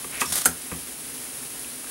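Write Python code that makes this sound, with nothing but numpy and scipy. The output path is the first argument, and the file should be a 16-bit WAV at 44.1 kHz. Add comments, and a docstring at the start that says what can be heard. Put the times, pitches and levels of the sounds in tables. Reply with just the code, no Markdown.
"""A finger pushes a toaster lever down in a quiet kitchen, close to a mono microphone.
From the first knock on the knob until after the clack the case thuds on the counter (struck modes).
The finger rubs the knob, the carriage scrapes down its rails in jerks (gritty noise), the latch clacks shut,
the spring rings and loose parts rattle; single-ring ticks are scattered before, during and after the clack.
Room hum, mains hum, a thin whine and microphone hiss lie under it all, ducked a little by gain control."""
import sys
import numpy as np
from scipy import signal
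from scipy.fft import rfft, irfft
from scipy.io import wavfile
from scipy.ndimage import uniform_filter1d

SR = 44100
rng = np.random.default_rng(int(sys.argv[2]) if len(sys.argv) > 2 else 0)


def ratio_of_db(decibels):
    """Turn decibels (scalar or array-like) into linear amplitude factors; 0 dB maps to 1."""
    return 10 ** (np.asarray(decibels, float) / 20)


def store_pcm(level_fs):
    """Save levels as 16-bit WAV."""
    pcm = np.round(np.clip(level_fs, -1, 1) * 32767).astype(np.int16)
    wavfile.write(sys.argv[1], SR, np.atleast_2d(pcm).T)


N = 83790


def set_rms(x, rms_db):
    """Scale to an rms level."""
    return x * ratio_of_db(rms_db) / np.sqrt(np.mean(x ** 2))


def shape_spectrum(x, table):
    """Filter by (frequency, level) points, interpolated over log frequency."""
    hz, db = np.array(table, float).T
    bin_hz = np.maximum(np.arange(N // 2 + 1) * SR / N, 1)
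    gain = ratio_of_db(np.interp(np.log(bin_hz), np.log(hz), db))
    return irfft(rfft(x) * gain, N)


def ring(x, hz, t60_s):
    """One damped mode driven by x: a unit impulse rings at amplitude 1."""
    pole = np.exp(2j * np.pi * hz / SR - np.log(1000) / (t60_s * SR))
    return signal.lfilter([1], [1, -pole], x).imag


def resonant_noise(hz, width_hz):
    """White noise through one resonance; its decay time follows from the bandwidth."""
    return ring(rng.standard_normal(N), hz, np.log(1000) / np.pi / width_hz)


def gain_curve(table):
    """Gain from (time, level) points, silent outside them."""
    s, db = np.array(table, float).T
    return ratio_of_db(np.interp(np.arange(N) / SR, s, db, left=-120, right=-120))


def fade(start_s, db, t60_s):
    """Gain that jumps up at start_s and decays exponentially."""
    t = np.arange(N) / SR - start_s
    return (t > 0) * ratio_of_db(db - 60 * np.maximum(t, 0) / t60_s)


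def strike(blows, modes, chatter_db, chatter_t60_s):
    """Each blow is a smooth push plus dying noisy chatter (level re the blow), driving a body's modes."""
    t = np.arange(N) / SR
    force = np.zeros(N)
    noise = rng.standard_normal(N)
    for s, db, contact_ms in blows:
        phase = np.clip((t - s) * 1000 / contact_ms, 0, 1)
        push = np.sin(np.pi * phase) ** 2
        force += ratio_of_db(db) * push / max(push.sum(), 1e-9)
        force += noise * fade(s, db + chatter_db, chatter_t60_s)
    # alternate signs between neighbouring modes
    return sum((-1) ** k * ratio_of_db(db) * ring(force, hz, t60_s) for k, (hz, db, t60_s) in enumerate(modes))


# knob modes: (frequency [Hz], level [dB], t60 [s])
KNOB_MODES = [(980, -4, .025), (1148, -3, .06), (1250, -6, .03), (1630, -5, .025), (1980, -5, .02),
              (2264, -5, .025), (2590, -1, .02), (3250, -7, .012)]
# blows on the knob: (time [s], level [dB], contact [ms])
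KNOB_HITS = [(.0432, -29.5, 0.32), (.2152, -18, .1), (.2168, -18.5, 0.082), (.2215, -16, 0.53),
             (.2290, -26, 0.33), (.2435, -28, 0.64), (.7150, -30.5, 0.14), (.7205, -26.5, 0.48),
             (.7380, -37, 0.16)]


def knob():
    """Knocks on the knob ring its short modes."""
    return strike(KNOB_HITS, KNOB_MODES, chatter_db=-40, chatter_t60_s=.12)


# finger friction on the knob: (time [s], level [dB])
RUB_CURVE = [(0.1, -68), (0.124, -40), (0.14, -37), (0.205, -37.5)]


def finger_rub():
    """Friction of finger on knob: noise in one broad resonance."""
    return gain_curve(RUB_CURVE) * set_rms(resonant_noise(hz=2400, width_hz=900), 0)


# scrape spectrum: (frequency [Hz], level [dB per Hz])
SCRAPE_SPECTRUM = [(88, -19), (150, -10), (634, -11), (727, -6), (955, -14), (1180, -5.5), (1750, -8),
                   (2210, -9), (2680, -12.5), (3660, -6), (8310, -5), (10100, -2), (15800, -19)]
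CLICKS_PER_S, CLICK_SPREAD_DB, CLICK_SHARE = 9000, 1.8, .6


def grit():
    """Dense uneven micro-clicks over smooth noise, coloured by the rails; unit rms."""
    chance = rng.random(N)
    spread = rng.exponential(size=N)
    sign_noise, smooth = rng.standard_normal((2, N))
    clicks = (chance < CLICKS_PER_S / SR) * np.sign(sign_noise) * ratio_of_db(CLICK_SPREAD_DB * spread)
    mix = CLICK_SHARE * set_rms(clicks, 0) + (1 - CLICK_SHARE) * smooth
    return set_rms(shape_spectrum(mix, SCRAPE_SPECTRUM), 0)


# spring modes, scraped and struck: (frequency [Hz], level [dB], t60 [s])
SPRING_MODES = [(6130, 0.5, 0.0074), (6600, -6, 0.02), (7250, -3.5, 0.012), (8570, 7, 0.013),
                (9180, -0.5, 0.019), (10390, 4, 0.017), (11000, -9, 0.013), (10940, 0, 0.023),
                (11500, -17, .015), (11900, 1, .015), (13200, 1, 0.014), (14040, -2, .015)]
# carriage scrape: (time [s], level [dB])
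SCRAPE_CURVE = [(.196, -37), (.203, -33), (.208, -25.5), (.216, -23.5), (.224, -30.5), (.250, -41),
                (.260, -31), (.272, -42), (.310, -31.5), (.319, -40), (.324, -22), (.333, -26.5),
                (.350, -31), (.357, -25), (.365, -26.5), (.375, -26), (.380, -25), (.389, -25.5),
                (.394, -31), (.408, -33), (.418, -26), (.430, -43), (.440, -35), (.448, -40)]
SPRING_DB = -4.5  # spring ringing: rms re grit
RAIL_HZ, RAIL_WIDTH_HZ, RAIL_DB = 3500, 150, -16.5
SQUEAK_HZ, SQUEAK_WIDTH_HZ = 5490, 60


def carriage():
    """Jerky scrape: grit plus noise-driven spring and rail ringing, with one narrow-band squeak."""
    spring_ring = sum(ratio_of_db(db) * ring(rng.standard_normal(N), hz, t60_s) for hz, db, t60_s in SPRING_MODES)
    rail_ring = resonant_noise(RAIL_HZ, RAIL_WIDTH_HZ)
    scrape = grit() + set_rms(spring_ring, SPRING_DB) + set_rms(rail_ring, RAIL_DB)
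    squeak = set_rms(resonant_noise(SQUEAK_HZ, SQUEAK_WIDTH_HZ), 0)
    return scrape * gain_curve(SCRAPE_CURVE) + squeak * fade(start_s=.2585, db=-38, t60_s=.5)


# latch modes: (frequency [Hz], level [dB], t60 [s])
LATCH_MODES = [(733, -11, 0.065), (1006, -10, 0.058), (1077, -19, .07), (1335, -1, .03), (1490, 0, .03),
               (1583, -4.5, .04), (1653, -8, 0.038), (1855, -4.5, 0.037), (2190, -12.5, 0.035),
               (2410, -15.5, 0.055), (3110, -5, 0.011), (4190, -9, 0.022), (5080, -6.5, 0.023)]
# blows on the latch: (time [s], level [dB], contact [ms])
LATCH_HITS = [(.4515, -36, .15), (.4564, -14, .12), (.4578, -15, .12), (.4613, -17, .2), (.4720, -30, .3),
              (.4930, -34, .3), (.5130, -36, .2)]


def latch():
    """The clack: sub-millisecond blows on the latch modes."""
    return strike(LATCH_HITS, LATCH_MODES, chatter_db=-44, chatter_t60_s=.2)


# blows on the spring: (time [s], level [dB], contact [ms])
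SPRING_HITS = [(.4563, -16, .04), (.4574, -14, .04), (.4592, -14, .04), (.4615, -22, .04),
               (.4640, -19, .04)]


def spring():
    """Very short blows ring the spring's high modes along with the clack."""
    return strike(SPRING_HITS, SPRING_MODES, chatter_db=-42, chatter_t60_s=.12)


def rattle():
    """Loose parts rattle after the latch: decaying grit."""
    return grit() * fade(start_s=.458, db=-21, t60_s=.13)


# case modes: (frequency [Hz], level [dB], t60 [s])
CASE_MODES = [(251.9, -1, 0.18), (291, -9.5, 0.14), (363.5, -4, 0.14), (420, 0.5, 0.041), (502, 2.5, 0.044),
              (601, -9, 0.077), (723, -6.5, 0.078), (885, -1, 0.072)]
# blows on the case: (time [s], level [dB], contact [ms])
CASE_HITS = [(.044, -40.5, 1.1), (.216, -31, 0.48), (.230, -35, 0.94), (.360, -46, 1.3),
             (.457, -25.5, 0.48), (.463, -28.5, 1.37), (.485, -31.5, 1.3), (.512, -49, 0.33),
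             (.715, -32.5, 1.5), (.721, -29, 2), (.748, -38, 2.7)]
# lowest body modes: (frequency [Hz], level [dB], t60 [s])
BASE_MODES = [(78.6, -7, 0.27), (122, -13.5, 0.13), (164.5, -1, 0.3), (199, -3, 0.061)]
# blows on the base: (time [s], level [dB], contact [ms])
BASE_HITS = [(.050, -41, 4.3), (.265, -34.5, 5.8), (.305, -36.5, 2.3), (.375, -42, 5), (.458, -33, 2),
             (.483, -34, 1), (.716, -28, 4)]


def case():
    """Thuds on the counter: blows ring the low modes of base and case."""
    low = strike(BASE_HITS, BASE_MODES, chatter_db=-46, chatter_t60_s=.15)
    return low + strike(CASE_HITS, CASE_MODES, chatter_db=-46, chatter_t60_s=.15)


# small ticks: (time [s], level [dB], frequency [Hz], t60 [s])
TICK_EVENTS = [(.0792, -36, 10400, .006), (.1120, -24, 9450, .006), (0.1547, -17, 9700, 0.0026),
               (.1960, -29, 2160, 0.026), (0.2083, -26, 10300, 0.0039), (0.2103, -17, 6860, .006),
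               (.3570, -6.5, 11500, 0.0032), (.4512, -12, 7400, .008), (.4528, -17, 8300, .012),
               (.4540, -19, 6900, .01), (1.372, -24, 9900, 0.01), (1.428, -39, 1730, .03),
               (1.595, -21, 9840, .008), (1.646, -29.5, 2670, 0.013), (1.717, -34, 4200, 0.012),
               (1.844, -29, 1300, 0.0066), (1.870, -36, 1630, 0.022)]


def ticks():
    """Tiny parts touching: each an impulse into one short mode."""
    total = np.zeros(N)
    for s, db, hz, t60_s in TICK_EVENTS:
        impulse = np.zeros(N)
        impulse[int(s * SR)] = 1
        total += ratio_of_db(db) * ring(impulse, hz, t60_s)
    return total


ROOM_T60_S, ROOM_DB = .25, -13


def kitchen_echo(near):
    """Diffuse reflections: convolution with a decaying noise tail of unit energy."""
    t = np.arange(SR // 2) / SR
    tail = rng.standard_normal(len(t)) * ratio_of_db(-60 * t / ROOM_T60_S) * (t > .004)
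    tail /= np.sqrt(np.sum(tail ** 2))
    return ratio_of_db(ROOM_DB) * signal.fftconvolve(near, tail)[:N]


def tone(hz, rms_db):
    """Steady sine at an rms level."""
    return np.sqrt(2) * ratio_of_db(rms_db) * np.sin(2 * np.pi * hz * np.arange(N) / SR)


# hiss spectrum: (frequency [Hz], level [dB per Hz])
HISS_SPECTRUM = [(15, -57), (25, -39), (53, -9), (70, -16), (91, -30), (108, -12), (157, -7), (180, -36.5),
                 (255, -5.5), (326, -10), (463, -8.5), (516, -13), (934, -14.5), (1160, -15), (2680, -13.5),
                 (4130, -15.5), (7690, -13), (10100, -3.5), (16000, -24.5)]
HISS_DB, FLICKER_DB = -35.5, 0.66  # rms before flicker; flicker standard deviation
HUM_HZ, HUM_WIDTH_HZ, HUM_DB = 257, 22, -52.5


def background():
    """Shaped noise hiss with a slight flicker, wavering narrow-band hum, mains hum and thin whine."""
    walk = uniform_filter1d(rng.standard_normal(N), size=900)
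    hiss = set_rms(shape_spectrum(rng.standard_normal(N), HISS_SPECTRUM), HISS_DB)
    hiss *= ratio_of_db(FLICKER_DB * walk / walk.std())
    hum = set_rms(resonant_noise(HUM_HZ, HUM_WIDTH_HZ), HUM_DB)
    return hiss + hum + tone(hz=58.5, rms_db=-66) + tone(hz=15658, rms_db=-56)


def scene():
    """Toaster, kitchen echo and background, identical in both channels."""
    near = knob() + finger_rub() + carriage() + latch() + spring() + rattle() + case() + ticks()
    return np.tile(near + kitchen_echo(near) + background(), (2, 1))


def roll_off(x):
    """The treble ends steeply here."""
    return signal.sosfilt(signal.butter(12, 16100, fs=SR, output="sos"), x)


GAIN_RATIO, GAIN_TIME_S, GAIN_THRESHOLD_DB = 1.5, .12, -25.5
LOW_CUT_HZ, HIGH_CUT_HZ, CEILING = 42, 15900, 1.15


def record(dry):
    """Slow gain control ducks loud moments, tanh rounds the peaks, filters cut both ends."""
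    a = 1 / (GAIN_TIME_S * SR)
    envelope = np.sqrt(signal.lfilter([a], [1, a - 1], dry[0] ** 2))
    threshold = ratio_of_db(GAIN_THRESHOLD_DB)
    gain = (threshold / np.maximum(envelope, threshold)) ** (1 - 1 / GAIN_RATIO)
    low_cut = signal.butter(2, LOW_CUT_HZ, "high", fs=SR, output="sos")
    mic = signal.sosfilt(low_cut, dry) * gain
    rounded = CEILING * np.tanh(mic / CEILING)
    high_cut = signal.ellip(10, .2, 70, HIGH_CUT_HZ, fs=SR, output="sos")
    mix = signal.sosfilt(high_cut, rounded)
    return roll_off(mix)


dry = scene()
out = record(dry)
store_pcm(out)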